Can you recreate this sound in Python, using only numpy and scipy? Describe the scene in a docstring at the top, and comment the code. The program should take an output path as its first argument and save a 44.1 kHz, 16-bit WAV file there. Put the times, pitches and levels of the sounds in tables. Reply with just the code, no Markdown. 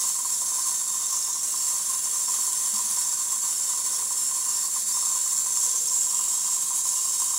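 """A bright, ringing hiss with small metal knocks in it: a brass clock movement running down freely,
with no escapement to make it tick. Fast gear teeth rub, and the hiss rings in the plates and wheels,
changing colour as they turn. A loose arbor rattles and knocks, ringing the steel case.
Underneath are a faint wheel rub, a few soft, booming bumps and a quiet room. Close microphone."""
import sys
import numpy as np
from scipy import signal
from scipy.fft import rfft, irfft
from scipy.io import wavfile

SR = 44100
rng = np.random.default_rng(int(sys.argv[2]) if len(sys.argv) > 2 else 0)


def wav_record(signal):
    """Record a signal, one row per channel, as 16-bit PCM in the file named by sys.argv[1]."""
    frames = np.transpose(np.atleast_2d(signal))
    bounded = np.clip(frames, -1, 1)
    # unit amplitude maps onto the largest positive 16-bit level
    quanta = np.round(bounded * 32767).astype(np.int16)
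    wavfile.write(sys.argv[1], SR, quanta)


N = 325458
TIME, HZ = np.arange(N) / SR, np.fft.rfftfreq(N, 1 / SR)
STEPS = TIME[::441]  # 10 ms grid for slow changes


def gain_of(db):
    """Decibels to gain."""
    return 10 ** (np.asarray(db) / 20)


def unit_rms(x):
    """Scales to rms 1."""
    return x / np.sqrt(np.mean(x ** 2) + 1e-20)


def colour(points):
    """An EQ curve through (pitch_hz, level_db) points."""
    hz, db = np.transpose(points)
    return gain_of(np.interp(np.log(HZ + 1), np.log(hz), db))


def ringing(modes):
    """Complex response of damped modes, each (pitch_hz, width_hz, level_db)."""
    return sum(gain_of(db) * 1j * HZ * width / (hz ** 2 - HZ ** 2 + 1j * HZ * width)
               for hz, width, db in modes)


def through(x, response):
    """Filters by a frequency response."""
    return irfft(rfft(x) * response, N)


def wander(t, per_s):
    """Random values joined by straight lines."""
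    knots = rng.standard_normal(size=8000)
    return np.interp(t * per_s, np.arange(len(knots)), knots)


def follow(rows, t):
    """The value of a curve at the times t."""
    return np.interp(t, *np.transpose(rows))


def swell(middle_s, length_s):
    """A smooth rise and fall of height 1."""
    return np.exp(-(2 * (TIME - middle_s) / length_s) ** 2)


def impacts(per_s, spread_db):
    """Random clicks of either sign and uneven size."""
    size = gain_of(spread_db * np.minimum(rng.exponential(1, N), 4))
    return unit_rms(size * rng.choice([-1, 1], N) * (rng.random(N) < per_s / SR))


def add(mix, start_s, sound):
    """Mixes a sound in at start_s."""
    part = mix[max(round(start_s * SR), 0):][:len(sound)]
    part += sound[:len(part)]


# room tone, dark and soft: pitch_hz, level_db
ROOM_TONE = [(45, -34), (65, -4), (90, -0.5), (115, 6.5), (160, 7.5), (210, 12.5), (260, 7), (550, 5.5),
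             (900, 0.5), (2000, -57), (8000, -42)]


def room(level_db=-59, spread=0.17):
    """Still air: a low wash, almost the same on both sides."""
    middle, side = (unit_rms(through(rng.standard_normal(N), colour(ROOM_TONE))) for _ in range(2))
    return gain_of(level_db) * np.array([middle + spread * side, middle - spread * side])


# faint swells of rubbing: middle_s, length_s, level_db
WHEEL_RUBS = [(2.2, 0.32, -64), (3.95, 0.55, -59.5), (5.8, 0.49, -58.5)]


def slow_wheel(pitch_hz=490, width_hz=90):
    """A slow wheel brushes the plate once a turn with a low rub."""
    envelope = sum(gain_of(db) * swell(s, length) for s, length, db in WHEEL_RUBS)
    band = ringing([(pitch_hz, width_hz, 0)]) ** 2
    return envelope * unit_rms(through(rng.standard_normal(N), band))


# soft, low thuds: start_s, peak_db
SOFT_BUMPS = [(2.727, -45), (2.835, -51), (2.894, -49.5)]


def soft_bumps(pitch_hz=210, rise_s=0.0099, t60_s=0.25):
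    """Each soft bump swells into one low, booming ring of the room."""
    out, t = np.zeros(N), TIME[:SR // 2]
    attack = 1 - np.exp(-(t / rise_s) ** 2)
    ring = attack * gain_of(-60 * t / t60_s) * np.sin(2 * np.pi * pitch_hz * t)
    for start_s, db in SOFT_BUMPS:
        add(out, start_s, gain_of(db) * ring / abs(ring).max())
    return out


def case_rock(start_s=0.415, gain_db=-52, decay_s=0.05):
    """The case rocks once on the table with a dull tock."""
    burst, t = np.zeros(N), TIME[:SR // 4]
    add(burst, start_s, rng.standard_normal(len(t)) * np.exp(-t / decay_s))
    body = colour([(100, -20), (250, 3), (700, -1), (1200, -17), (2500, -40)])
    return gain_of(gain_db) * through(burst, unit_rms(body))


# the pulse of wheels running out of true: rate_hz, first_bind_s, swing_db
WHEEL_BINDS = [(1.81, .075, 1.07), (3.62, .117, 0.56), (5.0, 0.14, 0.84), (6.96, 0.029, 0.96)]
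# slack moments where the rattle falls away: middle_s, length_s, load_db
SLACK_SPELLS = [(2.016, 0.04, -14), (4.29, 0.078, -6.5), (4.695, 0.052, -9), (4.85, 0.051, -5),
                (5.817, 0.46, -3.5)]


def train_load():
    """Load on the gear train in dB: up as each wheel binds once a turn, down when it runs slack."""
    binding = sum(db * np.cos(2 * np.pi * rate * (TIME - s)) for rate, s, db in WHEEL_BINDS)
    return binding + sum(db * swell(s, length) for s, length, db in SLACK_SPELLS)


# the midrange clank of the steel case: pitch_hz, width_hz, level_db
CASE_MODES = [(979.7, 23.3, 5.5), (1012, 33, 2.5), (1047.4, 44, 5.5), (1152, 130, -10.5), (1165, 42, -6)]
# accents, the arbor's hardest knocks: start_s, level_db (before knock_trim_db)
HARD_KNOCKS = [(0.0393, -31), (0.1894, -31.5), (0.2488, -30), (0.4174, -31), (0.5826, -35), (0.7168, -37),
               (1.1433, -34), (1.1742, -32), (1.3578, -34), (1.7684, -40), (1.7978, -32), (2.2827, -31),
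               (2.387, -32), (2.4877, -35), (2.6499, -33), (2.7596, -34), (2.9731, -31), (3.048, -36),
               (3.1966, -34), (3.3603, -35), (3.4381, -34), (3.7349, -31), (3.9325, -32), (4.0253, -32),
               (4.1076, -30.5), (4.3116, -33.5), (4.7611, -30), (4.9706, -27), (5.0265, -29.5),
               (5.4635, -32), (5.5707, -31.5), (5.661, -32.5), (5.7563, -34), (5.913, -33), (6.135, -34.5),
               (6.1933, -30), (6.4817, -31), (6.7067, -30), (6.7306, -37), (6.9316, -34), (7.22, -31),
               (7.3352, -30)]


def loose_arbor(play, load_db, rattle_db=-47.5, play_db=3, knock_trim_db=-1.5, chatter_s=0.0045,
                tap_gap_s=0.032, tap_chance=0.5, tap_db=-39, tap_spread_db=4.0):
    """A loose arbor rings the case with a light rattle, taps and knocks, each blow a brief chatter."""
    # neighbouring modes move in opposite senses, so each ring swells before it dies
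    case = ringing(CASE_MODES[::2]) - ringing(CASE_MODES[1::2])
    case *= colour([(600, -4), (930, 3.5), (1250, 8.5), (1500, -25)])
    clicks = impacts(per_s=600, spread_db=1.6) * gain_of(play_db * play)
    out = unit_rms(through(clicks, case)) * gain_of(rattle_db + load_db)
    blows = [(s, db + knock_trim_db) for s, db in HARD_KNOCKS]
    # passing teeth tap the arbor between knocks, harder under load
    for s in np.arange(0, TIME[-1], tap_gap_s):
        chance, late, size = rng.random(), rng.random(), rng.standard_normal()
        clear = all(abs(s - knock_s) > 0.6 * tap_gap_s for knock_s, _ in HARD_KNOCKS)
        if chance < tap_chance and clear:
            peak_db = tap_db + tap_spread_db * size + load_db[int(s * SR)]
            blows.append((s + 0.5 * late * tap_gap_s, peak_db))
    ring, t = irfft(case, N)[:SR // 10], TIME[:SR // 20]
    for start_s, peak_db in blows:
        chatter = rng.standard_normal(len(t)) * np.exp(-t / chatter_s)
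        chatter[0] = 2 * np.linalg.norm(chatter)  # the first contact is the hardest
        knock = signal.fftconvolve(chatter, ring)
        add(out, start_s, gain_of(peak_db) * knock / abs(knock).max())
    return out


# tremolo from the turning shafts and meshing teeth: rate_hz, depth
SHAFT_THROBS = [(3.1, 0.03), (48.3, 0.057), (140.6, 0.039)]


def tooth_pressure(play, flicker_db=0.89, play_db=0.92):
    """Pressure between the teeth flickers and throbs with the shafts."""
    pressure = gain_of(flicker_db * wander(TIME, per_s=360) + play_db * play)
    turning_s = np.cumsum(1 + 0.006 * wander(TIME, per_s=2.84)) / SR  # the speed drifts slightly
    for rate_hz, depth in SHAFT_THROBS:
        pressure *= 1 + depth * np.sin(2 * np.pi * (rate_hz * turning_s + rng.random()))
    return unit_rms(pressure)


# the tone morphs as a wheel rides up on its pinion: time_s, ride (0 seated, 1 riding)
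PINION_RIDE = [(0, 0.27), (4.6, 0.0069), (5.45, 0.091), (5.9, 0.88), (7.38, 1)]


def rubbed_brass(modes, drive, drift_per_s, drift_db=2.0):
    """Rubbed modes; each waxes and wanes as the contact travels over its nodes."""
    ride, out = np.clip(follow(PINION_RIDE, STEPS), 0, 1), np.zeros(N)
    for hz, width, seated_db, riding_db in modes:
        db = seated_db + ride * (riding_db - seated_db) + drift_db * wander(STEPS, drift_per_s)
        ring = signal.lfilter(*signal.iirpeak(hz, hz / width, fs=SR), drive * rng.standard_normal(N))
        share = np.pi * width / SR  # the part of the rubbing's power that a mode takes up
        out += ring * np.interp(TIME, STEPS, gain_of(db) / np.sqrt(share))
    return out


# the sheen of the plates: pitch_hz, width_hz, seated_db, riding_db
PLATE_MODES = [(5420, 360, -23.5, -7), (5427, 47, -6, -11.5), (5530, 50, -17, -24), (5760, 120, -10.5, -11),
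               (6220, 110, -5.5, -17), (6290, 45, -5, -6.5), (6446, 59, -8.5, -4.5), (6540, 92, -11, -6.5),
               (6790, 190, -6.5, -19)]
# fader moves for the plates: time_s, level_db
PLATE_FADER = [(0.0, -29), (0.08, -35.5), (1.39, -33.5), (1.45, -35), (2.02, -36), (2.08, -34.5),
               (3.51, -36), (5.44, -35.5), (5.65, -30.5), (6.25, -37), (6.49, -33.0), (6.63, -36.5),
               (7.06, -33.0), (7.38, -36.5)]
# flares where a wheel's rim scrapes a plate: middle_s, length_s, boost_db
RIM_SCRAPES = [(1.172, .12, 2.5), (3.96, .06, 2.5), (5.77, 0.043, 3.5), (5.9, .05, 3)]


def plates(pressure, load_db, load_share=0.38, trim_db=-0.3):
    """The rubbing teeth ring the two brass plates, louder under load and at each scrape."""
    flare_db = sum(db * swell(s, length) for s, length, db in RIM_SCRAPES)
    level_db = follow(PLATE_FADER, TIME) + load_share * load_db + flare_db + trim_db
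    return rubbed_brass(PLATE_MODES, pressure * gain_of(level_db), drift_per_s=8)


# fader moves for the hiss and the small parts: time_s, level_db
HISS_FADER = [(0.0, -29.5), (0.16, -32.5), (1.27, -33), (1.33, -35.0), (1.49, -31.5), (3.02, -30.5),
              (3.15, -32.0), (5.61, -31.5), (5.67, -31), (5.81, -32.0), (7.08, -32.5), (7.38, -33.0)]
# EQ of the tooth contacts, brightest at 7-8 kHz: pitch_hz, level_db
TOOTH_EQ = [(100, -51), (500, -26), (1400, -23.5), (2700, -24.5), (3500, -27), (5000, -18), (6000, -20.5),
            (7300, -4), (8100, -4.5), (8900, -8.5), (9700, -15.5), (11400, -23.5), (15600, -17.5)]
# shimmer of pinions, springs and small wheels: pitch_hz, width_hz, seated_db, riding_db
SMALL_MODES = [(1492, 22, -30.5, -37), (1585, 11, -33.5, -34.5), (1841, 25, -29, -47),
               (1993, 22, -32.5, -41), (2831, 4.4, -30, -27), (3054, 9.5, -33, -24.5),
               (3233, 30, -34.5, -26), (3333, 15, -28, -26), (3646, 40, -22, -25), (3797, 38, -27.5, -23),
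               (4042, 23, -25, -22.5), (4400, 19, -21.5, -22), (4523, 80, -21, -27), (4688, 13, -21.5, -20),
               (8190, 41, -12.5, -17), (8424, 260, -15.5, -5.5), (8640, 38, -13, -15),
               (9100, 194, -9.5, -23), (9340, 220, -8.5, -7.5), (9510, 92, -14, -18),
               (9610, 38, -16.5, -14), (9875, 220, -6.5, -8), (9940, 92, -24, -20), (10300, 133, -14, -10),
               (10580, 42, -15.5, -18), (10700, 610, -11, -12), (11530, 23, -20.5, -20),
               (11920, 78, -24, -20), (12340, 325, -19, -17), (13263, 114, -29.5, -22),
               (14100, 238, -20, -16), (14035, 22, -24, -23)]


def gear_teeth(pressure, load_db, load_share=0.21, grit=0.53, hiss_trim_db=-1.0, ring_trim_db=-0.17):
    """Teeth slide and strike, making a gritty hiss and ringing the small parts."""
    level_db = follow(HISS_FADER, TIME) + load_share * load_db
    contact = pressure * (grit * impacts(per_s=5000, spread_db=3.5) + rng.standard_normal(N))
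    hiss = gain_of(level_db + hiss_trim_db) * unit_rms(through(contact, colour(TOOTH_EQ)))
    drive = pressure * gain_of(level_db + ring_trim_db)
    return hiss + rubbed_brass(SMALL_MODES, drive, drift_per_s=3.07)


# the bright ring of the fastest wheel: pitch_hz, width_hz, seated_db, riding_db
WHEEL_MODES = [(6954, 89, -14.5, -7.5), (7090, 30, -21, -18), (7175, 54, -14, -12), (7267, 49, -9, -14),
               (7340, 34, -7, -8), (7420, 54, -13.5, -19), (7500, 56, -9.5, -10), (7540, 39, -11.5, -7),
               (7660, 75, -18, -8), (7640, 39, -13, -8.5), (7750, 38, -10.5, -12.5), (8100, 18, -21, -25)]
# fader moves for that wheel: time_s, level_db
WHEEL_FADER = [(0.0, -29.0), (1.39, -31), (1.53, -28), (1.69, -30.5), (2.52, -28.5), (2.94, -30.5),
               (3.0, -27.5), (4.0, -30.0), (5.67, -26.5), (5.87, -27.5), (5.93, -25.5), (6.64, -29.5),
               (6.96, -27.5), (7.38, -30.0)]


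def fast_wheel(pressure, load_db, load_share=0.078, trim_db=0.1):
    """The fastest wheel sings in a tight cluster of high modes as its teeth rub."""
    level_db = follow(WHEEL_FADER, TIME) + load_share * load_db + trim_db
    return rubbed_brass(WHEEL_MODES, pressure * gain_of(level_db), drift_per_s=6)


def scene():
    """The running movement on its table; one tooth pressure drives the hiss and all the ringing brass."""
    play = wander(TIME, per_s=70)  # the arbors wobble in their worn bearings
    load_db = train_load()
    pressure = tooth_pressure(play)
    gears = gear_teeth(pressure, load_db) + plates(pressure, load_db) + fast_wheel(pressure, load_db)
    return gears + slow_wheel() + soft_bumps() + room() + loose_arbor(play, load_db) + case_rock()


def record(dry, top_hz=15780):
    """A notch in the left microphone port tips 8 kHz to the right; then a bass lift and a low-pass."""
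    notch = 1 - ringing([(8020, 1200, -4.9)])
    ports = np.array([notch, np.ones(len(HZ))]) * 2 / (1 + notch)
    bass_lift = colour([(45, 8), (100, 0)])
    low_pass = signal.firwin(1023, top_hz, window=("kaiser", 9), fs=SR)
    return signal.oaconvolve(through(dry, ports * bass_lift), low_pass[None], "same")


dry = scene()
out = record(dry)
wav_record(out)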